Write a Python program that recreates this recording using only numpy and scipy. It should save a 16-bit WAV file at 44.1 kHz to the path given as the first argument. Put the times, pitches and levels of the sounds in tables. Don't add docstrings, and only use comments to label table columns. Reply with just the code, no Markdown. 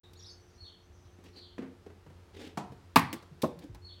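import sys
import numpy as np
from scipy import signal
from scipy.fft import rfft, irfft
from scipy.io import wavfile
from scipy.ndimage import map_coordinates

SR = 44100
rng = np.random.default_rng(int(sys.argv[2]) if len(sys.argv) > 2 else 0)


def file_out(sig):
    cols = np.atleast_2d(sig).T
    lim = np.clip(cols, -1, 1)
    pcm = np.round(lim * 32767).astype(np.int16)
    wavfile.write(sys.argv[1], SR, pcm)


N = 176400
T = np.arange(22050) / SR
BOUNCE_AT, RACKET_AT, TUBE_AT, CLIP_AT, GRASS_AT, LANDING_AT = 1.581, 2.573, 2.9594, 3.1297, 3.419, 3.433

# (pitch [Hz], relative level [dB], t60 [s])
TUBE_MODES = [(170.8, -5, .26), (229, -3, 0.11), (270, -2.5, 0.13), (494, -15, 0.15), (678, -8.5, 0.13),
              (888, -6, 0.12), (1017, -5.5, .12), (1086.5, 1, 0.09), (1157, -2.5, .14), (1526, -12.5, .14),
              (1605, -15.5, .14), (1836, -10.5, 0.13), (2096, -11.5, .1), (2524, -12, .1)]
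BOX_MODES = [(229, -1, 0.091), (342, 0.5, 0.12), (426, -14, 0.08)]
# (frequency [Hz], relative level [dB])
TUBE_NOISE = [(25, -50), (60, -16), (130, -3.5), (280, -4), (550, -17.5), (850, -3), (1150, -2.5),
              (1400, -12), (2050, -7), (3200, -17), (4800, -20), (6500, -29.5), (10000, -32), (15500, -34)]
BOX_NOISE = [(59, -38), (100, -7), (355, 0), (508, -5), (1160, -7), (1400, -12), (2040, -11), (2690, -19),
             (3850, -17.5), (15500, -30)]
def tube_hit():
    out = np.zeros(N)
    add(out, TUBE_AT, garden(amp(-16.5) * ring(TUBE_MODES, rise_s=.0033), walls_db=-19, tail_db=-18))
    add(out, TUBE_AT, amp(-9.5) * burst(TUBE_NOISE, rise_s=.0015, stretch=.92, tail_db=-15.5))
    add(out, TUBE_AT, garden(amp(-14) * crack(t60=.0038), walls_db=-6, tail_db=-12.5))
    shed_echo = burst(TUBE_NOISE, rise_s=.006, stretch=.7, tail_db=-22.5)
    add(out, TUBE_AT + .026, amp(-21) * shed_echo)
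    add(out, CLIP_AT, amp(-35.5) * burst(BOX_NOISE, rise_s=.002, stretch=1.24, tail_db=-14))
    add(out, CLIP_AT, garden(amp(-25.5) * crack(t60=.0038), walls_db=-10, tail_db=-15))
    add(out, CLIP_AT + .00843, amp(-35) * ring(BOX_MODES, rise_s=.0038))
    return out


# (pitch [Hz], relative level [dB], t60 [s])
LANDING_MODES = [(157.6, -1, 0.095), (296, 1, 0.1), (364, -5, 0.14), (477, 7, 0.051), (566, -4.5, 0.1),
                 (875, -9, 0.079), (1077, -8, 0.095)]
# (frequency [Hz], relative level [dB])
GRASS = [(300, -11.5), (1500, -11.5), (4400, -3), (7000, -11.5), (15000, -14.5)]
THUMP = [(35, -41), (60, -1.5), (162, -14), (234, 7.5), (302, 0), (428, -5.5), (591, 0.5), (780, -5.5),
         (1080, -12), (1520, -22), (15000, -42.5)]
SLAP = [(40, -46), (300, -27), (600, 4), (1100, -3.5), (1600, -25), (15000, -55)]
def tube_landing():
    out = np.zeros(N)
    blades = noise(GRASS, len(T)) * amp(4.5 * wobble(1210, len(T))) * fade(rise_s=.005, t60=.035)
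    add(out, GRASS_AT, garden(amp(-26) * blades, walls_db=-16, tail_db=-12))
    knock = amp(-24.5) * ring(LANDING_MODES, rise_s=.0017)
    add(out, LANDING_AT, garden(knock, walls_db=-18, tail_db=-14.5))
    add(out, LANDING_AT, amp(-21) * burst(THUMP, rise_s=.0042, stretch=1.3, tail_db=-18.5))
    add(out, LANDING_AT + .009, amp(-22) * burst(SLAP, rise_s=.00092, stretch=.63, tail_db=-24.5))
    return out


RATTLES = [(2.963, -28), (2.9668, -25), (2.973, -25), (2.9856, -31), (2.9945, -30.5), (3.132, -39),
           (3.1372, -40), (3.1415, -41)]
GRASS_TICKS = [(.133, -53.5), (3.589, -51), (3.746, -51.5)]
def rattles():
    out = np.zeros(N)
    for s, db in RATTLES:
        add(out, s, amp(db) * crack(t60=.018))
    for s, db in GRASS_TICKS:
        add(out, s, amp(db) * noise(GRASS, len(T)) * fade(rise_s=.00091, t60=.043))
    return out


# (frequency [Hz], relative level [dB])
CRACK = [(30, -41), (300, -17), (2000, 5), (6000, -5), (11500, -3.5), (16000, -7)]
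def crack(t60):
    return noise(CRACK, len(T)) * np.exp(-np.log(1000) * T / t60)


# (pitch [Hz], relative level [dB], t60 [s])
PAVING_MODES = [(256, -1.5, 0.093), (344, -1.5, 0.078), (473, -2.5, 0.064)]
RACKET_MODES = [(198, -2.5, .12), (305, 2.5, .04), (725, -2.5, .07), (925, 0, 0.059), (1304, -12.5, .08),
                (1864, -16, .07), (2515, -19, 0.09)]
# (frequency [Hz], relative level [dB])
PAVING_NOISE = [(59, -51), (100, -12.5), (231, 1.5), (337, -9), (492, -20), (558, -13), (1070, -22),
                (2130, -24.5), (15000, -58.5)]
RACKET_NOISE = [(30, -45), (90, -17.5), (150, -3.5), (300, -1.5), (520, -8.5), (900, 1.5), (1600, -17.5),
                (2200, -20), (4500, -23), (7700, -27.5), (15000, -42)]
def player():
    out = np.zeros(N)
    for delay, db, rise_s in [(0, 3, .00069), (.038, -.5, .007)]:
        contact = burst(PAVING_NOISE, rise_s, stretch=.94, tail_db=-7.5)
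        body = garden(ring(PAVING_MODES, rise_s=.0019), walls_db=-15, tail_db=-9.5)
        add(out, BOUNCE_AT + delay, amp(db - 36.5) * contact)
        add(out, BOUNCE_AT + delay + .00695, amp(db - 34.5) * body)
    add(out, RACKET_AT, amp(-30) * garden(ring(RACKET_MODES, rise_s=.003), walls_db=-6, tail_db=-7))
    add(out, RACKET_AT, amp(-28) * burst(RACKET_NOISE, rise_s=.001, stretch=1.1, tail_db=-10))
    return out


# (time [s], low level [dB], mid level [dB], high level [dB])
TAPS = [(1.187, -49.5, -63, -76), (1.238, -60, -58, -60), (1.862, -41, -53, -70), (1.9, -48.5, -55.5, -76),
        (2.063, -47, -55, -77), (2.1, -47.5, -58.5, -69), (2.719, -45, -58, -62),
        (3.224, -50, -54.5, -59.5), (3.637, -38, -64, -58), (3.746, -54, -50.5, -66.5)]
# (frequency [Hz], relative level [dB])
TAP_BANDS = [
    [(25, -50), (70, -32.5), (200, 9), (500, 2), (1100, -34.5), (5000, -59)],
    [(60, -45), (350, -21.5), (800, 1), (2400, -11.5), (5000, -24.5), (15000, -41)],
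    [(100, -45), (1500, -13), (4000, 0), (15000, -15)],
]
# (time [s], settled pitch [Hz], level [dB], t60 [s])
THUDS = [(.555, 70, -44, 0.12), (0.616, 68, -41.5, 0.13), (.895, 66, -44, .2), (1.051, 90, -46, 0.15),
         (2.065, 136, -46.5, 0.16), (2.576, 127, -35, .12), (2.697, 114, -35, 0.091),
         (2.967, 90.4, -25, .1), (3.045, 113, -32.5, .13), (3.312, 139, -39.5, 0.14),
         (3.565, 150, -37, 0.11), (3.638, 254, -34.5, 0.098), (3.694, 99.7, -30, 0.081),
         (3.71, 50.3, -41, .25), (3.766, 63.5, -42.5, .22)]
# (time [s], length [s], level [dB])
RUSTLES = [(1.231, 0.076, -59.5), (1.343, 0.073, -56), (2.327, 0.2, -48.5), (3.6, 0.059, -59)]
# (frequency [Hz], relative level [dB])
RUSTLE_NOISE = [(71, -68), (120, -35), (166, -8), (372, -6.5), (484, -9), (616, -21), (785, -19.5),
                (1250, -31), (1730, -22), (3430, -21.5), (15000, -47.5)]
def movement():
    out = np.zeros(N)
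    t = T[:11025]
    for s, *levels in TAPS:
        colour = sum(amp(db) * noise(band, len(t)) for db, band in zip(levels, TAP_BANDS))
        add(out, s, colour * fade(rise_s=.0014, t60=.072)[:len(t)])
    for s, hz, db, t60 in THUDS:
        turns = np.cumsum(hz * (1 + .18 * np.exp(-t / .04))) / SR
        tone = np.sin(2 * np.pi * turns + .5 * wobble(70, len(t)))
        add(out, s, amp(db) * tone * fade(rise_s=.007, t60=t60)[:len(t)])
    for s, length, db in RUSTLES:
        swell = np.sin(np.pi * np.clip(t / length, 0, 1))
        add(out, s, amp(db + 2.8 * wobble(120, len(t))) * swell * noise(RUSTLE_NOISE, len(t)))
    return garden(out, walls_db=-10.5, tail_db=-9.5)


# (time [s], length [s], first pitch [Hz], middle pitch [Hz], last pitch [Hz], relative level [dB])
TWITTER_NOTES = [(0.033, .034, 4190, 3770, 3330, -59.5), (0.151, 0.032, 3000, 4200, 5000, -59),
                 (0.17, .031, 6600, 6780, 6700, -64.5), (.19, 0.022, 5220, 5770, 3700, -54),
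                 (0.195, 0.0267, 2800, 3740, 3220, -58), (0.222, .021, 3310, 5790, 5300, -51.5),
                 (0.24, 0.027, 3580, 3850, 5200, -52.5), (.259, .04, 4200, 5290, 4180, -49.5),
                 (0.287, .028, 4750, 4480, 4420, -50.5), (.298, 0.034, 5870, 6450, 5050, -59.5)]
CHIRP_NOTES = [(-.026, .026, 4000, 4330, 4300, -14), (0, .046, 4300, 4380, 3950, 0.5),
               (.042, .04, 4350, 4390, 4100, -2.5), (0.069, .04, 4350, 4350, 4200, -8.5),
               (.042, .075, 3800, 3520, 3150, -7), (.118, 0.0504, 3550, 3300, 2910, -13)]
# (time [s], relative level [dB], flutter [share of pitch], time stretch [ratio])
CHIRP_CUES = [(.602, -47.5, .003, .95), (1.357, -50, 0.064, 1.15), (3.095, -58.5, 0.049, 1),
              (3.843, -48, .008, .98)]
def birds():
    twitter, chirps = np.zeros((2, N))
    for s, *shape, db in TWITTER_NOTES:
        add(twitter, s, amp(db) * bird_note(*shape, flutter=.017, arch=2.1, octave_db=-25.5))
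    for cue, level_db, flutter, stretch in CHIRP_CUES:
        for s, length, *pitches, db in CHIRP_NOTES:
            note = bird_note(length * stretch, *pitches, flutter, arch=3, octave_db=-31.5)
            add(chirps, cue + s * stretch, amp(level_db + db) * note)
    twitter = garden(twitter, walls_db=-3.5, tail_db=-3.5, build_s=.012)
    chirps = garden(chirps, walls_db=-3, tail_db=-4, build_s=.019, t60s=[(4000, .42)])
    return amp(-1.5) * twitter + amp(-2) * chirps


def bird_note(length, first_hz, middle_hz, last_hz, flutter, arch, octave_db, trill_hz=95):
    t = T[:8820]
    progress = np.clip(t / length, 0, 1)
    end_hz = np.where(progress < .5, first_hz, last_hz)
    hz = middle_hz + (end_hz - middle_hz) * np.abs(2 * progress - 1) ** arch
    rasp = (.0085 + .055 * (middle_hz < 4000)) * wobble(602, len(t))
    trill = flutter * np.sin(2 * np.pi * trill_hz * t + wobble(60.7, len(t)))
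    phase = 2 * np.pi * np.cumsum(hz * (1 + rasp + trill)) / SR
    envelope = np.clip(6 * np.minimum(progress, 1 - progress), 0, 1)
    return envelope * (np.sin(phase) + amp(octave_db) * np.sin(2 * phase))


def far_bird(count):
    song = np.zeros(N)
    for s, hz, glide in rng.uniform((.1, 3580, -.2), (1.45, 6580, .2), (count, 3)):
        pitches = hz * (1 + glide), hz, hz * (1 - glide)
        add(song, s, bird_note(.051, *pitches, flutter=.029, arch=1, octave_db=-42))
    return amp(-75) * (garden(song, walls_db=-2, tail_db=-1) - song)


# (frequency [Hz], relative level [dB])
AIR = [(15, -39), (25, -17), (91, -0.5), (116, -11.5), (193, -15), (313, -16.5), (378, -20.5), (433, -15.5),
       (509, -20), (1410, -25), (2230, -30), (4750, -34.5), (15500, -49.5)]
# (pitch [Hz], level [dB])
HUM = [(89.5, -62), (178, -74), (357, -69.5), (447, -79.5)]
# (time [s], gain [dB])
HUM_RIDE = [(0, -1), (2.6, 0.5), (3.2, -1), (4, 1)]
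def background():
    air = amp(-60 + .68 * wobble(3.97, N)) * noise(AIR, N)
    t = np.arange(N) / SR
    hum = np.zeros(N)
    for hz, db in HUM:
        peak = np.sqrt(2) * amp(db + 2.3 * wobble(2.99, N))
        hum += peak * np.sin(2 * np.pi * hz * t + .59 * wobble(9, N))
    return air + hum * amp(np.interp(t, *np.transpose(HUM_RIDE)))


# (delay [s], relative gain [ratio])
WALLS = [(.0072, 0.36), (.0155, 0.26), (.026, .14), (.034, 0.121)]
# (frequency [Hz], t60 [s])
GARDEN_T60 = [(100, 0.47), (300, 0.35), (1000, 0.42), (4000, 0.3), (8000, 0.27), (15000, .19)]
def garden(x, walls_db, tail_db, build_s=.014, t60s=GARDEN_T60):
    tail = dying(rng.standard_normal(len(T)), t60s) * (1 - np.exp(-T / build_s))
    response = amp(tail_db) * tail / np.linalg.norm(tail)
    response[0] += 1
    for delay, gain in WALLS:
        response[round(delay * SR)] += gain * amp(walls_db)
    return signal.fftconvolve(x, response)[:len(x)]


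# (frequency [Hz], t60 before stretching [s])
CONTACT_T60 = [(100, 0.1), (1000, 0.059), (4000, 0.063), (15000, 0.068)]
def burst(spectrum, rise_s, stretch, tail_db):
    t60s = [(hz, t60 * stretch) for hz, t60 in CONTACT_T60]
    direct = dying(noise(spectrum, len(T)), t60s) * (1 - np.exp(-T / rise_s))
    scatter = dying(noise(spectrum, len(T)), GARDEN_T60) * (1 - np.exp(-T / .0048))
    return direct + amp(tail_db) * scatter


def ring(modes, rise_s):
    return sum((-1) ** k * amp(db + rng.normal(0, .7)) * np.sin(2 * np.pi * hz * T) * fade(rise_s, t60)
               for k, (hz, db, t60) in enumerate(modes))


def dying(x, t60s):
    hz, t, bands = signal.stft(x, SR, nperseg=256)
    decay = np.exp(-np.log(1000) * t / along(t60s, hz)[:, None])
    return signal.istft(bands * decay, SR, nperseg=256)[1][:len(x)]


def fade(rise_s, t60):
    return (1 - np.exp(-T / rise_s)) * np.exp(-np.log(1000) * T / t60)


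def noise(spectrum, size):
    colour = amp(along(spectrum, np.fft.rfftfreq(size, 1 / SR)))
    x = irfft(rfft(rng.standard_normal(size)) * colour, size)
    return x / np.sqrt(np.mean(x ** 2) + 1e-20)


def wobble(rate, size):
    return map_coordinates(rng.standard_normal(4096), [np.arange(size) * rate / SR], mode="wrap")


def along(points, hz):
    knots_hz, values = np.transpose(sorted(points))
    return np.interp(np.log(hz + 1), np.log(knots_hz + 1), values)


def amp(db):
    return 10 ** (np.asarray(db) / 20)


def add(track, s, sound):
    i = max(0, round(s * SR))
    track[i:i + len(sound)] += sound[:max(0, N - i)]


def scene():
    action = player() + tube_hit() + tube_landing() + movement() + rattles()
    ambience = birds() + far_bird(count=30) + background()
    return (action + ambience)[None]


def record(dry, low_cut_hz=33, top_hz=16300):
    opening = np.clip((np.arange(N) / SR - .033) / .005, 0, 1)
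    thinned = signal.sosfilt(signal.butter(3, low_cut_hz, "high", fs=SR, output="sos"), dry * opening)
    rolloff = np.clip((top_hz - np.fft.rfftfreq(N, 1 / SR)) / 900 + .5, 0, 1)
    return irfft(rfft(thinned) * rolloff ** 2, N)


dry = scene()
out = record(dry)
file_out(out)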